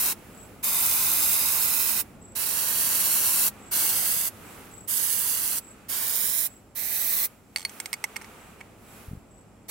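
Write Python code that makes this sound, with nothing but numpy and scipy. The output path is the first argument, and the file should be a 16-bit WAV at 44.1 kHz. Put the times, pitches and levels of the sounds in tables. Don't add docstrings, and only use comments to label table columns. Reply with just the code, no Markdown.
import sys
import numpy as np
from scipy import signal
from scipy.fft import rfft, irfft, next_fast_len
from scipy.io import wavfile
from scipy.ndimage import map_coordinates

SR = 44100
rng = np.random.default_rng(int(sys.argv[2]) if len(sys.argv) > 2 else 0)


def store_pcm(level_fs):
    pcm = np.round(np.clip(level_fs, -1, 1) * 32767).astype(np.int16)
    wavfile.write(sys.argv[1], SR, np.atleast_2d(pcm).T)


N = 427769
TIME = np.arange(N) / SR

# open_s, close_s, hiss_db,
# hiss_rise_db, rush_db, rush_rise_db, pan_db, pan_rise_db, fineness_db, can_ring_db
PRESSES = [(-.05, 0.125, -26, -3, -44, 5.5, -3, 0, .5, -43),
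           (.627, 2.011, -25, 0, -42.5, -.5, -5.5, -4.5, 0.5, -45.5),
           (2.35, 3.484, -26, 4.5, -43, 2.5, -5.5, 5.5, -2, -47),
           (3.71, 4.284, -26, -4, -43.5, -7, -5, -2, -1.5, -50.5),
           (4.874, 5.586, -27, -3, -47.5, 0.5, -8.5, 3.5, -2.5, -50.5),
           (5.883, 6.466, -27.5, 4.5, -47, -6.5, -8.5, -4, 0, -52),
           (6.749, 7.257, -29, 6.5, -48, 5, -8, 6.5, 5, -50),
           (9.681, 9.79, -33.5, 1, -43, 4, -4, 0, -1, -57)]
# frequency_hz, correlation
CAN_CORRELATION = [(300, 0.84), (1000, 1), (2000, 0.59), (4000, 0.42), (8000, 0.23), (15000, 0.32)]
AIR_CORRELATION = [(50, .86), (250, .83), (700, .72), (2000, .4), (8000, .15)]


def from_db(db):
    return 10 ** (np.asarray(db) / 20)


def in_time(rows):
    time_s, *columns = np.transpose(rows)
    return [np.interp(TIME, time_s, column) for column in columns]


def at_hz(points, hz):
    point_hz, value = np.transpose(points)
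    return np.interp(np.log(hz + 1), np.log(point_hz), value)


def panned(pan_db):
    gains = from_db(np.array([[.5], [-.5]]) * pan_db)
    return gains / np.sqrt(np.mean(gains ** 2, axis=0))


def drift(rate_hz):
    size = next_fast_len(N)
    hz = np.fft.rfftfreq(size, 1 / SR)
    wander = irfft(rfft(rng.standard_normal(size)) / (1 + (hz / rate_hz) ** 2), size)[:N]
    return wander / np.sqrt(np.mean(wander ** 2) + 1e-20)


def noise(spectrum, correlation):
    size = next_fast_len(N)
    hz = np.fft.rfftfreq(size, 1 / SR)
    rolloff = np.minimum(1, hz / spectrum[0][0]) ** 2 / np.maximum(1, hz / spectrum[-1][0]) ** 2
    colour = rolloff * from_db(at_hz(spectrum, hz))
    alike = np.clip(at_hz(correlation, hz), -.99, .99)
    white = rfft(rng.standard_normal((2, size)))
    mid, side = irfft(white * np.sqrt([1 + alike, 1 - alike]) * colour, size)[:, :N]
    return np.array([mid + side, mid - side]) / np.std(mid)


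def gate(start_s, end_s, rise_s, fall_s):
    rising = 1 - np.exp(-np.maximum(TIME - start_s, 0) / rise_s)
    return rising * np.exp(-np.clip((TIME - end_s) / fall_s, 0, 20))


def delayed(x, lag_ms):
    return map_coordinates(x, [np.arange(N) - lag_ms * SR / 1000], order=3)


def scatter(x, t60_s, level_db):
    t = np.arange(int(t60_s * SR) + 2) / SR
    cloud = rng.standard_normal((2, len(t))) * np.exp(-np.log(1000) * t / t60_s)
    cloud /= np.linalg.norm(cloud, axis=1, keepdims=True)
    return from_db(level_db) * signal.fftconvolve(x, cloud, axes=1)[:, :N]


def spray(hiss_trim_db=-3, sheen_trim_db=.5, body_trim_db=.1, rush_trim_db=3.5):
    # frequency_hz, density_db
    hiss_spectrum = [(3000, -52), (6000, -6.5), (7500, -2), (8700, 1.5), (10000, 3.5), (11500, 2.5),
                     (12800, -1.5), (16000, -39)]
    sheen_spectrum = [(10000, -17), (11500, -9), (12500, -6), (14000, -3.5), (16000, -5.5)]
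    body_spectrum = [(1200, -17), (2200, -10), (2650, -3), (3300, -2.5), (4200, 1), (5300, 2), (6500, -1),
                     (8000, -1), (12000, -21.5)]
    rush_spectrum = [(100, -9), (350, -7.5), (550, -3), (800, 0.5), (1300, -4.5), (1700, -8.5), (2300, -3),
                     (3200, -17), (6000, -42.5)]
    ring_spectrum = [(1200, -16), (1500, -13.5), (1850, -9), (2060, -1.5), (2250, -18), (2750, -14),
                     (3200, -31)]
    hiss_db, rush_db, pan_db, fineness_db, ring_db = hand_sweeps()
    body_db = hiss_db + .55 * (rush_db - hiss_db)
    valve = sum(gate(open_s, close_s, rise_s=.011, fall_s=.0068) for open_s, close_s, *_ in PRESSES)
    jet = from_db(hiss_db + hiss_trim_db - fineness_db / 2) * noise(hiss_spectrum, CAN_CORRELATION)
    jet += from_db(hiss_db + sheen_trim_db + fineness_db / 2) * noise(sheen_spectrum, CAN_CORRELATION)
    jet += from_db(body_db + body_trim_db) * noise(body_spectrum, CAN_CORRELATION)
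    rush = from_db(rush_db + rush_trim_db) * noise(rush_spectrum, CAN_CORRELATION)
    ring = from_db(ring_db) * noise(ring_spectrum, CAN_CORRELATION)
    sputter_db, flutter_db = 1.24 * drift(590), .59 * drift(16.7)
    return valve * (from_db(sputter_db + flutter_db) * jet + rush + ring) * panned(pan_db)


def hand_sweeps(ends_db=-1.3):
    rows = []
    for open_s, close_s, hiss, hiss_rise, rush, rush_rise, pan, pan_rise, fineness, ring in PRESSES:
        for position in np.linspace(-.5, .5, 9):
            time_s = open_s + (position + .5) * (close_s - open_s)
            arch_db = ends_db * (2 * position) ** 2
            hiss_db = hiss + hiss_rise * position + arch_db
            rush_db = rush + rush_rise * position + arch_db
            rows.append((time_s, hiss_db, rush_db, pan + pan_rise * position, fineness, ring))
    return in_time(rows)


def camera_shadow(x):
    # frequency_hz, pan_db
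    lean = [(500, 8.5), (800, 2), (1200, 3), (1900, -2.5), (2800, -3.5), (4500, 1), (8000, 3.5), (15000, 1)]
    size = next_fast_len(N)
    pan_db = at_hz(lean, np.fft.rfftfreq(size, 1 / SR))
    return irfft(rfft(x, size) * panned(pan_db), size)[:, :N]


def reflections(x, port_lag_ms=.012, stray_count=4, stray_gain=.22, sway_ms=.065):
    # time_s, lag_ms
    panel_lag = [(0.06, .737), (.75, .797), (1.3, .784), (1.9, .742), (2.8, .67), (3.4, .71), (4.0, .628),
                 (4.95, .605), (5.52, .672), (5.97, .593), (6.85, .476), (7.2, .5)]
    panel_ms, = in_time(panel_lag)
    port_lags_ms = panel_ms - port_lag_ms, panel_ms + port_lag_ms
    channels = []
    for direct, lag_ms, panel_gain in zip(x, port_lags_ms, (.4, .44)):
        combed = direct + panel_gain * delayed(direct, lag_ms)
        hand_ms = lag_ms - np.mean(lag_ms)
        for stray_ms, sign in zip(rng.uniform(1.1, 3.6, stray_count), rng.choice([-1, 1], stray_count)):
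            combed += sign * stray_gain * delayed(direct, stray_ms + hand_ms + sway_ms * drift(.96))
        channels.append(combed / np.sqrt(1 + panel_gain ** 2 + stray_count * stray_gain ** 2))
    return np.array(channels)


def traffic_and_air(rumble_trim_db=2, air_trim_db=-.8, rustle_trim_db=-3.5):
    # time_s, level_db
    traffic_levels = [(0, -52), (3.6, -52.5), (4.8, -53), (5.7, -56), (7.6, -59), (8.7, -54.5),
                      (9.6, -56.5)]
    # pitch_hz, relative_level_db
    hum_partials = [(104, -5), (208, -8.5)]
    # frequency_hz, density_db
    rumble_spectrum = [(20, -24), (40, -2), (70, -0.5), (105, -2), (150, -1.5), (220, 2), (330, -4.5),
                       (480, -7), (700, -9), (1500, -24)]
    air_spectrum = [(200, -2.5), (350, -1), (440, 2), (600, -5.5), (850, -0.5), (1020, -4), (1250, 1),
                    (1750, -6), (2450, -4.5), (3400, -12.5), (5000, -18.5), (8000, -13.5), (16000, -22)]
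    rustle_spectrum = [(1500, -3), (3000, -7), (6000, -7), (8500, -5.5), (11200, 0), (13000, -3.5),
                       (14800, -3), (16000, -1.5)]
    traffic_db, = in_time(traffic_levels)
    air_db, rustle_db = stirrings(traffic_db)
    out = from_db(traffic_db + rumble_trim_db) * noise(rumble_spectrum, AIR_CORRELATION)
    out += from_db(air_db + air_trim_db) * noise(air_spectrum, AIR_CORRELATION) * panned(-1.9)
    out += from_db(rustle_db + rustle_trim_db) * noise(rustle_spectrum, AIR_CORRELATION) * panned(-2.4)
    engine_time = np.cumsum(1 + .0123 * drift(3.7)) / SR
    for pitch_hz, partial_db in hum_partials:
        hum_db = traffic_db + partial_db - .5 * drift(2.7)
        out += from_db(hum_db) * np.sin(2 * np.pi * pitch_hz * engine_time)
    return out


def stirrings(traffic_db, air_offset_db=-7.5, rustle_floor_db=-76, linger_db=-54, linger_s=.11):
    # middle_s, half_length_s, air_db, rustle_db
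    swells = [(0.363, 0.35, -54.5, -55.5), (3.622, 0.2, -52, -85), (4.536, 0.26, -48.5, -50),
              (5.77, 0.23, -55.5, -76), (7.764, 0.18, -50.5, -48.5), (8.237, 0.44, -49.5, -60),
              (8.98, 0.16, -52.5, -51.5)]
    linger = sum(gate(open_s, close_s, linger_s, linger_s) for open_s, close_s, *_ in PRESSES)
    linger_power = (from_db(linger_db) * linger) ** 2
    air_power = from_db(traffic_db + air_offset_db) ** 2 + linger_power
    rustle_power = from_db(rustle_floor_db) ** 2 + linger_power
    for middle_s, half_length_s, air_db, rustle_db in swells:
        swell = np.exp(-np.minimum(((TIME - middle_s) / half_length_s) ** 2, 20))
        air_power += (from_db(air_db) * swell) ** 2
        rustle_power += (from_db(rustle_db) * swell) ** 2
    return 10 * np.log10([air_power, rustle_power])


def insect(chirp_s=.13, pulse_hz=31, pulse_depth=.35, chorus_db=-73):
    # start_s, level_db
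    chirps = [(.325, -53.5), (2.203, -56), (3.592, -55), (4.43, -59), (4.705, -52.5), (5.6, -53.5),
              (6.45, -56.5), (7.96, -69), (8.376, -67.5), (8.84, -65), (9.285, -63)]
    # frequency_hz, density_db
    buzz_spectrum = [(7200, -32), (7500, -15), (7720, 6), (7930, -17), (8200, -30)]
    chorus_spectrum = [(5500, -13.5), (6100, -15), (6800, -19), (7600, -2), (8300, -20.5), (8950, -11),
                       (9600, -22.5)]
    phrases = sum(from_db(level_db) * gate(start_s, start_s + chirp_s, rise_s=.02, fall_s=.015)
                  for start_s, level_db in chirps)
    pulse_time = np.cumsum(1 + .069 * drift(5.6)) / SR
    pulses = 1 + pulse_depth * np.sin(2 * np.pi * pulse_hz * pulse_time)
    buzz = phrases * pulses * noise(buzz_spectrum, AIR_CORRELATION)
    return buzz + from_db(chorus_db) * noise(chorus_spectrum, AIR_CORRELATION)


def mixing_ball(wall_trim_db=-4, base_trim_db=-5, scuff_trim_db=-7.5, scuff_s=.0017, low_cut_hz=520):
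    # pitch_hz, level_db, t60_s
    wall_modes = [(586, -36, 0.024), (907, -14, 0.032), (1960, -6, 0.024), (2203, -5.5, 0.029),
                  (2550, -13, 0.018), (3340, -18, 0.021), (5400, -14, 0.02), (6300, -15.5, 0.035),
                  (7480, -14.5, 0.03), (8400, -34, 0.013), (8290, -7, 0.021), (8700, -10, 0.036),
                  (11000, -28, 0.017), (11900, -13, .015), (13100, -31, 0.013)]
    base_modes = [(4330, -2.5, 0.019), (4460, -5, 0.055), (9400, -3.5, 0.03)]
    # frequency_hz, density_db
    scuff_spectrum = [(650, -27), (900, 5), (1400, -9), (2200, 0), (3300, -5), (6000, -5), (8800, -4),
                      (11000, -8), (16000, -12)]
    start_s, level_db, hardness_db, ping_db = np.transpose(ball_contacts())
    starts = np.round(start_s * SR).astype(int)
    wall = struck_metal(wall_modes, starts, level_db + wall_trim_db, hardness_db)
    base = struck_metal(base_modes, starts, level_db + base_trim_db, ping_db)
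    rings = signal.sosfilt(signal.butter(2, low_cut_hz, "high", fs=SR, output="sos"), wall + base)
    impulses = np.zeros(N)
    impulses[starts] = from_db(level_db + hardness_db + scuff_trim_db)
    scuff_envelope = signal.lfilter([1], [1, -np.exp(-1 / (scuff_s * SR))], impulses + 1e-18)
    scuffs = scuff_envelope * noise(scuff_spectrum, CAN_CORRELATION)
    direct = (rings + scuffs) * panned(-5.5)
    return direct + scatter(direct, t60_s=.025, level_db=-4)


def ball_contacts(bounce_s=.0112, softer_db=17, loss_db=2, harder_db=13.5):
    # start_s, level_db, hardness_db, ping_db, rattle_s
    knocks = [(7.5609, -13.5, -7.5, -3, .07), (7.6504, -14.5, -5, -2.5, 0), (7.6944, -33.5, 4, -22, 0),
              (7.801, -25, 8, -26, 0), (7.8581, -24, 3.5, -24, 0), (7.9299, -16, 1, -26, 0),
              (7.9384, -20, 0.5, -12, 0), (8.0406, -7.5, -7, -30, 0), (8.103, -43, -18, -26, 0),
              (8.16, -21.5, -9, -26, 0), (8.1646, -18.5, -3, -19, 0), (8.2142, -30, -7, -26, 0),
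              (8.2195, -30, -4, -26, 0), (8.245, -32.5, -4, -26, 0), (8.6065, -29.5, -12, -29, 0),
              (8.6112, -28, -15, -29, 0)]
    contacts = [knock[:4] for knock in knocks]
    for start_s, level_db, hardness_db, ping_db, rattle_s in knocks:
        for k in range(int(rattle_s / bounce_s)):
            bounce_db = level_db - softer_db - k * loss_db
            contacts.append((start_s + (k + 1) * bounce_s, bounce_db, hardness_db + harder_db, ping_db))
    return contacts


def struck_metal(modes, starts, levels_db, trebles_db, treble_hz=3000, spread_db=2, detune=.013):
    pitch_hz, mode_db, t60_s = np.transpose(modes)[:, :, None]
    t = np.arange(SR // 10) / SR
    decay = np.exp(-np.log(1000) * t / t60_s)
    out = np.zeros(N + SR)
    for start, level_db, treble_db in zip(starts, levels_db, trebles_db):
        strength, shift, polarity = rng.standard_normal((3, len(modes), 1))
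        gains = from_db(level_db + mode_db + treble_db * (pitch_hz > treble_hz) + spread_db * strength)
        tones = np.sign(polarity) * np.sin(2 * np.pi * pitch_hz * (1 + detune * shift) * t)
        out[start:start + len(t)] += np.sum(gains * tones * decay, axis=0)
    return out[:N]


def wind_puff():
    # middle_s, level_db, frequency_hz
    eddies = [(9.087, -33, 65), (9.115, -31, 110), (9.135, -28, 122), (9.153, -37, 150), (9.176, -34.5, 80)]
    pressure = np.zeros(N)
    for middle_s, level_db, frequency_hz in eddies:
        phase = 2 * np.pi * frequency_hz * (TIME - middle_s)
        pressure -= from_db(level_db) * phase * np.exp((1 - phase ** 2) / 2)
    return pressure * panned(1)


def scene():
    can = reflections(camera_shadow(spray())) + mixing_ball()
    echo = scatter(can, t60_s=.052, level_db=-30)
    return can + echo + traffic_and_air() + insect() + wind_puff()


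def record(dry, cutoff_hz=15800):
    return signal.sosfilt(signal.ellip(12, .1, 80, cutoff_hz, fs=SR, output="sos"), dry)


dry = scene()
out = record(dry)
store_pcm(out)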